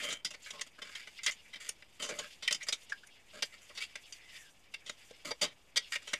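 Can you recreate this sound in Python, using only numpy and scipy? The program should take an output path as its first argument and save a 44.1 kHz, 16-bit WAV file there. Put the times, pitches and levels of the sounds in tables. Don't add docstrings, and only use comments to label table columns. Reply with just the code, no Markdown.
import sys
import numpy as np
from scipy import signal
from scipy.fft import rfft, irfft
from scipy.io import wavfile
from scipy.ndimage import uniform_filter1d

SR = 44100
rng = np.random.default_rng(int(sys.argv[2]) if len(sys.argv) > 2 else 0)


def master(y):
    cut = np.clip(np.atleast_2d(y).T, -1, 1)
    pcm = np.round(cut * 32767)
    wavfile.write(sys.argv[1], SR, pcm.astype(np.int16))


N = 272979

PART_EDGES_HZ = [1400, 2600, 5500]
# f/Hz, relative level per Hz/dB
RASP_SPECTRUM = [(100, 1.5), (400, -47.5), (1300, -5), (1800, 0), (3300, 4.5), (4000, -6), (5700, -1),
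                 (8000, -4.5), (13500, -12)]
RASP_LUMP_DB = 2.5
ANSWER_SIZE = 4096


def gain_of(db):
    return 10 ** (np.asarray(db) / 20)


def evened(x):
    return x / np.sqrt(np.mean(x ** 2, -1, keepdims=True) + 1e-20)


def read(points, hz):
    f, value = np.transpose(points)
    return np.interp(np.log(hz + 1), np.log(f + 1), value)


def add(mix, s, sound):
    part = mix[round(s * SR):][:len(sound)]
    part += sound[:len(part)]


def coloured(x, points):
    hz = np.fft.rfftfreq(len(x), 1 / SR)
    return irfft(rfft(x) * gain_of(read(points, hz)), len(x))


def wander(size):
    once = uniform_filter1d(rng.standard_normal(N), size)
    return evened(uniform_filter1d(once, size))


def grit(size, per_s, spread_db):
    sizes = gain_of(spread_db * np.minimum(rng.exponential(1, size), 4))
    signs = rng.choice([-1., 1.], size)
    struck = rng.random(size) < per_s / SR
    return evened(sizes * signs * struck)


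def knocks(colour, lump_db, size=ANSWER_SIZE):
    hz = abs(np.fft.fftfreq(size, 1 / SR))
    inside = np.digitize(hz, PART_EDGES_HZ) == np.arange(4)[:, None]
    lumps = np.interp(hz, np.linspace(0, SR / 2, 160), rng.standard_normal(160))
    lumps_db = lump_db * (hz > PART_EDGES_HZ[0]) * lumps
    share = uniform_filter1d(inside * 1., size=60, mode="wrap") + 0.00054
    log_gain = np.log(gain_of(read(colour, hz) + lumps_db) * share)
    minimum_phase = np.exp(np.conj(signal.hilbert(log_gain)))
    return evened(np.fft.ifft(minimum_phase).real)


def parts(colour, dry_db, lump_db, spot_hz=2900.0, spot_db=-46.0, grip=0.0082, size=ANSWER_SIZE):
    # f/Hz, width without the grip/Hz, level before scatter/dB
    ring_modes = [(300, 70, -9), (510, 50, -7), (590, 45, -2), (1075, 25, -11), (1200, 30, -12),
                  (1634, 30, -7), (1880, 32, -5), (2060, 38, -2), (2270, 50, -8), (2455, 35, -8),
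                  (2740, 80, -8), (2950, 40, -9), (3130, 55, 0), (3290, 50, -5), (3700, 70, -8),
                  (4570, 40, -7), (4740, 40, -1), (5000, 90, -5), (5330, 70, -9), (5950, 80, -10),
                  (6770, 90, -9), (7160, 150, -10), (9140, 300, -18)]
    t = np.arange(size) / SR
    hz, width_hz, db = np.transpose(ring_modes)[..., None]
    width_hz = width_hz + grip * hz
    scatter_db = 4 * rng.standard_normal(hz.shape)
    rings = evened(np.exp(-np.pi * width_hz * t) * np.sin(2 * np.pi * hz * t))
    inside = np.digitize(hz[:, 0], PART_EDGES_HZ) == np.arange(4)[:, None]
    ringing = evened(inside @ (gain_of(db + scatter_db) * rings))
    dry = gain_of(dry_db - np.array([[8], [0], [0], [0]]))
    woken = np.argmin(abs(hz - spot_hz))
    favoured = gain_of(spot_db) * inside[:, [woken]] * rings[woken]
    answer = ringing + dry * knocks(colour, lump_db) + favoured
    high_pass = signal.butter(3, PART_EDGES_HZ[0], "high", fs=SR, output="sos")
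    small = signal.sosfilt(high_pass, answer[1:])
    return evened(np.vstack([answer[:1], small]))


def shares(level_db, base_db, bright_db, spot_hz):
    tube_db, woken_db = 3.5, 4.5
    woken = np.digitize(spot_hz, PART_EDGES_HZ) == np.arange(4)
    return gain_of(level_db + np.array([base_db, -bright_db, tube_db, bright_db]) + woken_db * woken)


def rubbing():
    # t/s, level before part shares/dB
    rub_levels = [(0, -37.5), (.22, -73.5), (.56, -52), (.72, -66), (1., -57), (1.38, -59.5), (1.55, -60.5),
                  (1.93, -65), (2.248, -52), (2.42, -63), (2.78, -58), (3.1, -63), (3.9, -58.5),
                  (4.24, -59.5), (4.37, -49.5), (4.52, -67), (4.95, -59.5), (5.5, -65), (5.702, -68),
                  (5.85, -58.5), (6.19, -56)]
    rub_shares_db = [-25, -9.5, -7, -11.5]
    dry_db = 14
    weights = gain_of(np.interp(np.arange(N) / SR, *np.transpose(rub_levels)) + np.c_[rub_shares_db])
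    drifts = gain_of([3.5 * wander(size=2500) for _ in range(4)])
    out = np.zeros(N)
    for drift in drifts / np.linalg.norm(drifts, axis=0):
        slips = np.array([grit(size=N, per_s=9000., spread_db=-3.0) * gain_of(4.8 * wander(size=1200))
                          for _ in weights])
        slips *= gain_of(1.75 * wander(size=400)) * drift
        answer = parts(RASP_SPECTRUM, dry_db, RASP_LUMP_DB)
        out += signal.oaconvolve(weights * slips, answer, axes=1)[:, :N].sum(0)
    return out / np.sqrt(ANSWER_SIZE)


def scrape(length_s, level_db, base_db, bright_db, spot_hz, spot_db):
    attack_s, dry_db = 0.0056, 4
    release_db = 30
    t = np.arange(16384) / SR
    overrun = np.maximum(t / max(length_s, .002) - 1, 0)
    hold = np.minimum(t / attack_s, 1) * gain_of(-release_db * overrun)
    flutter = gain_of(1.8 * wander(size=300)[:len(t)])
    slips = hold * grit(size=len(t), per_s=3000., spread_db=4.) * flutter
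    impact = parts(RASP_SPECTRUM, dry_db, RASP_LUMP_DB, spot_hz, spot_db, grip=.018)
    answer = signal.fftconvolve(impact, slips[None], axes=1)
    return shares(level_db, base_db, bright_db, spot_hz) @ answer / np.sqrt(ANSWER_SIZE)


def hiss():
    # f/Hz, relative level per Hz/dB
    hiss_spectrum = [(20, 12), (60, 9.5), (150, 5), (300, 3.5), (800, 2.5), (1500, -4), (3000, -22.5),
                     (5000, -30), (8000, -24), (14000, -18)]
    level_db = -69.5
    return gain_of(level_db) * evened(coloured(rng.standard_normal(N), hiss_spectrum))


def snap(strength_db, base_db, bright_db, spot_hz, length_s, drag):
    # f/Hz, relative level per Hz/dB
    knock_spectrum = [(60, -68), (150, -25), (400, 14.5), (900, 8.5), (1300, 4), (1800, 31), (3000, 33),
                      (5000, 24.5), (7500, 10), (10000, -1), (13500, -62)]
    dry_db, lump_db, spot_db = 6, 3, 5
    lead_db = 3.5
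    t = np.arange(4096) / SR
    length_s, drag = max(length_s, .001), max(drag, .7)
    swell_s = 0.0018 + 0.0021 * length_s * drag ** 2
    blow = (1 - np.exp(-t / swell_s)) * np.exp(-(t / length_s) ** drag)
    chatter = blow * grit(size=len(t), per_s=9900.0, spread_db=2.5)
    chatter[20] += gain_of(lead_db) / drag ** 2
    impact = parts(knock_spectrum, dry_db, lump_db, spot_hz, spot_db, grip=.019)
    answer = signal.fftconvolve(impact, chatter[None], axes=1)
    answer /= np.sqrt(abs(uniform_filter1d(answer ** 2, 200))).max(1, keepdims=True)
    return shares(strength_db, base_db, bright_db, spot_hz) @ answer


def spring(level_db):
    hum_hz, t60_s = 520, .55
    t = np.arange(SR // 2) / SR
    return gain_of(level_db - 60 * t / t60_s) * np.sin(2 * np.pi * hum_hz * t)


def slide(path):
    contact_width_hz = 200.
    s, db, hz = np.transpose(path)
    t = np.arange(s[0], s[-1], 1 / SR)
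    slips = grit(size=len(t), per_s=13000.0, spread_db=-0.5)
    turn = np.exp(2j * np.pi * np.cumsum(np.interp(t, s, hz)) / SR)
    keep = np.exp(-np.pi * contact_width_hz / SR)
    contact = turn * signal.lfilter([1], [1, -2 * keep, keep ** 2], slips / turn)
    impact = parts(RASP_SPECTRUM, -15.0, RASP_LUMP_DB, grip=.006).sum(0)
    ringing = signal.fftconvolve(contact.real, impact)[:len(t)]
    local_rms = np.sqrt(uniform_filter1d(ringing ** 2, size=1500) + 1e-20)
    return s[0], gain_of(np.interp(t, s, db)) * ringing / local_rms


def room(x):
    t60_s = 0.085
    at = np.arange(150, 9000, 20)
    taps = np.zeros(9100)
    signs = rng.choice([-1., 1.], len(at))
    taps[at + rng.integers(0, 20, len(at))] = signs * gain_of(-60 * at / SR / t60_s)
    taps = signal.lfilter([1], [1, -.4], taps)
    return signal.oaconvolve(x, taps / np.linalg.norm(taps))[:N]


def scene():
    # start/s, length/s, level before part shares/dB, base share/dB, brightness/dB,
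    # favoured ring f/Hz, its level over the other rings/dB
    scrape_events = [(0, 0.12, -52.5, 0.5, -4, 3130, 18), (0.025, 0.028, -49, -6.5, 1.5, 590, 28),
                     (0.085, 0.014, -49, -6, 2, 525, 20), (0.418, 0.056, -75.5, -14, 11, 7160, 0),
                     (0.66, 0.014, -65.5, 2, 3, 2060, 12), (0.778, 0.019, -66.5, 5, -5, 1634, 12),
                     (0.838, 0.055, -62.5, 0.5, -2, 1634, 6), (0.912, 0.091, -60.5, -24, -2, 1634, -4),
                     (1.273, 0.024, -46.5, -9, -5.5, 2060, 13), (1.599, 0.084, -57, -11.5, 1, 2060, -5),
                     (1.994, 0.065, -54.5, 3, -0.5, 3130, 9), (2.084, 0.042, -58.5, 5.5, -8.5, 525, 22),
                     (2.105, 0.079, -63, 7, -2, 2060, 12), (2.194, 0.056, -64, 5, -6, 1634, 24),
                     (2.664, 0.034, -56, -7, 1, 1880, 11), (2.918, 0.0108, -53, -20, -17, 1634, 25),
                     (3.032, 0.0087, -64, -20, -11.5, 1634, 21), (3.064, 0.011, -77.5, -20, 14.5, 9140, 6),
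                     (3.329, 0.063, -62.5, 5, -0.5, 1634, 4), (3.519, 0.029, -64, -3.5, -2.5, 2060, -4),
                     (3.609, 0.042, -73, -2, 11.5, 3130, 14), (3.694, 0.018, -72, 11, -8, 2060, -4),
                     (3.802, 0.038, -51.5, -33, 0, 4570, -26), (5.246, 0.047, -50.5, -1.5, 0, 300, 0.5),
                     (5.414, 0.026, -54, 7.5, 10, 590, 15), (5.918, 0.033, -45, -31, -2.5, 1880, 10),
                     (6.017, 0.013, -58.5, -5, 0, 1880, 8)]
    snap_events = [(0.019, -62, -10, 7, 3140, 0.018, 3.6), (0.102, -45, -33, 1.5, 3140, 0.021, 1.14),
                   (0.122, -45.5, -5, 2.5, 7160, 0.019, 4), (0.247, -41, -11.5, 3, 5060, 0.0087, 0.82),
                   (0.3045, -54, -4, 5.5, 2835, 0.014, 1.3), (0.335, -54, -3, -2.5, 2060, 0.019, 6.3),
                   (0.46, -55.5, -10, -4, 1634, 0.015, 0.94), (0.503, -50, -9, 6, 3140, 0.012, 4.4),
                   (0.529, -65.5, 7, 1, 1090, 0.095, 0.99), (0.594, -53, -7, -2.5, 1880, 0.0024, 2.6),
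                   (0.61, -41.5, -14, 3.7, 2060, 0.012, 3.9), (0.817, -50.5, -2.5, -3, 3140, 0.014, 2),
                   (0.9505, -48.5, -16, -2.5, 3325, 0.012, 1.05), (1.07, -54.5, -4, -3, 2060, 0.013, 1.8),
                   (1.188, -58.5, -31, -8.5, 2060, 0.0067, 0.56), (1.2323, -47, -40, 1, 7160, 0.02, 0.76),
                   (1.262, -34, -23.5, 5, 2060, 0.0048, 3.9), (1.2669, -37, -44, -4.5, 3290, 0.0056, 0.71),
                   (1.311, -59.5, -30, 16, 6770, 0.001, 1.5), (1.317, -50.5, -25, -0.5, 7160, 0.0089, 0.93),
                   (1.5282, -52.5, -17, -6.5, 3140, 0.021, 12), (1.555, -54.5, -6, -6.5, 3140, 0.014, 1.5),
                   (1.6893, -43.5, -12, 7, 9140, 0.006, 1.6), (1.821, -64, 0.5, -12, 3140, 0.0081, 1.8),
                   (2.0205, -45, -1, 4.5, 3140, 0.03, 1.03), (2.087, -46, 2.5, 4.5, 1634, 0.02, 1.6),
                   (2.187, -43, -2, 2, 6770, 0.014, 1.2), (2.424, -50, -6.5, 0, 3140, 0.02, 0.61),
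                   (2.4768, -34, -27, -5, 3140, 0.0036, 1.1), (2.4828, -39.5, -45, -11.5, 2950, 0.0019, 1),
                   (2.5079, -39.5, -8, 0, 3140, 0.013, 1.8), (2.5247, -37, -16, 7, 5060, 0.0048, 1.15),
                   (2.5458, -43, -12, 3, 5060, 0.0047, 0.76), (2.602, -53, -23, -5, 2060, 0.034, 9.7),
                   (2.627, -55.5, -8, 10.5, 2060, 0.014, 1.8), (2.685, -39, -8, 2, 5060, 0.0061, 0.95),
                   (2.7239, -36.5, -14, 1.5, 3700, 0.0078, 0.94), (2.894, -56, -5, 3.5, 2060, 0.015, 1.1),
                   (3.4224, -37.5, -7.5, -1, 4740, 0.0081, 1.13),
                   (3.7506, -58.5, -5, 0.5, 4570, 0.094, 0.54), (3.773, -48.5, -14, -2, 2950, 0.016, 2.5),
                   (3.954, -47, -8.5, -1.5, 2060, 0.0067, 1.7), (4.124, -53.5, -44, 8, 4740, 0.0042, 0.61),
                   (4.738, -47.5, -15, -4.5, 2740, 0.011, 5), (4.861, -54.5, -8, 1.5, 3325, 0.022, 0.81),
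                   (4.8936, -43.5, -2.5, 1.5, 2455, 0.0077, 3.2), (5.107, -60, 6, -1, 510, 0.0072, 1.6),
                   (5.306, -42.5, 5, -3.5, 4740, 0.016, 6.1), (5.412, -36.5, -3.5, 2, 4740, 0.035, 2.7),
                   (5.4386, -47, 3, -4.5, 3140, 0.014, 0.72), (5.759, -41.5, -4.5, -1, 3325, 0.0093, 0.53),
                   (5.7646, -32.5, -47, 0.5, 4740, 0.017, 8.1), (5.952, -40.5, -9, -3.5, 1880, 0.014, 3.1),
                   (6.073, -50.5, -5.5, 0.7, 3140, 0.019, 0.59), (6.1317, -35, -6, 0, 1880, 0.0097, 3.4)]
    # t/s, starting level/dB
    spring_events = [(.12, -66), (2.19, -66)]
    # t/s, level/dB, contact f/Hz
    slide_paths = [
        [(3.795, -62, 2050), (3.812, -46, 2200), (3.84, -43, 2700), (3.852, -60, 2700)],
        [(4.14, -70, 2080), (4.22, -64, 2060), (4.29, -63, 2020), (4.35, -61, 1850), (4.42, -62, 1760),
         (4.49, -67, 1634), (4.52, -80, 1634)],
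    ]
    hands = rubbing()
    for s, *row in scrape_events:
        add(hands, s, scrape(*row))
    for s, *row in snap_events:
        add(hands, s, snap(*row))
    for s, level_db in spring_events:
        add(hands, s, spring(level_db))
    for path in slide_paths:
        add(hands, *slide(path))
    band = signal.butter(3, [130., 13000.], "band", fs=SR, output="sos")
    hands = signal.sosfilt(band, hands)
    return (hands + gain_of(-13.0) * room(hands) + hiss())[None]


def record(dry):
    edge_hz, offset = 14100, -.0005
    low_pass = signal.firwin(511, edge_hz, window=("kaiser", 9), fs=SR)
    return signal.oaconvolve(dry, low_pass[None], "same") + offset


dry = scene()
out = record(dry)
master(out)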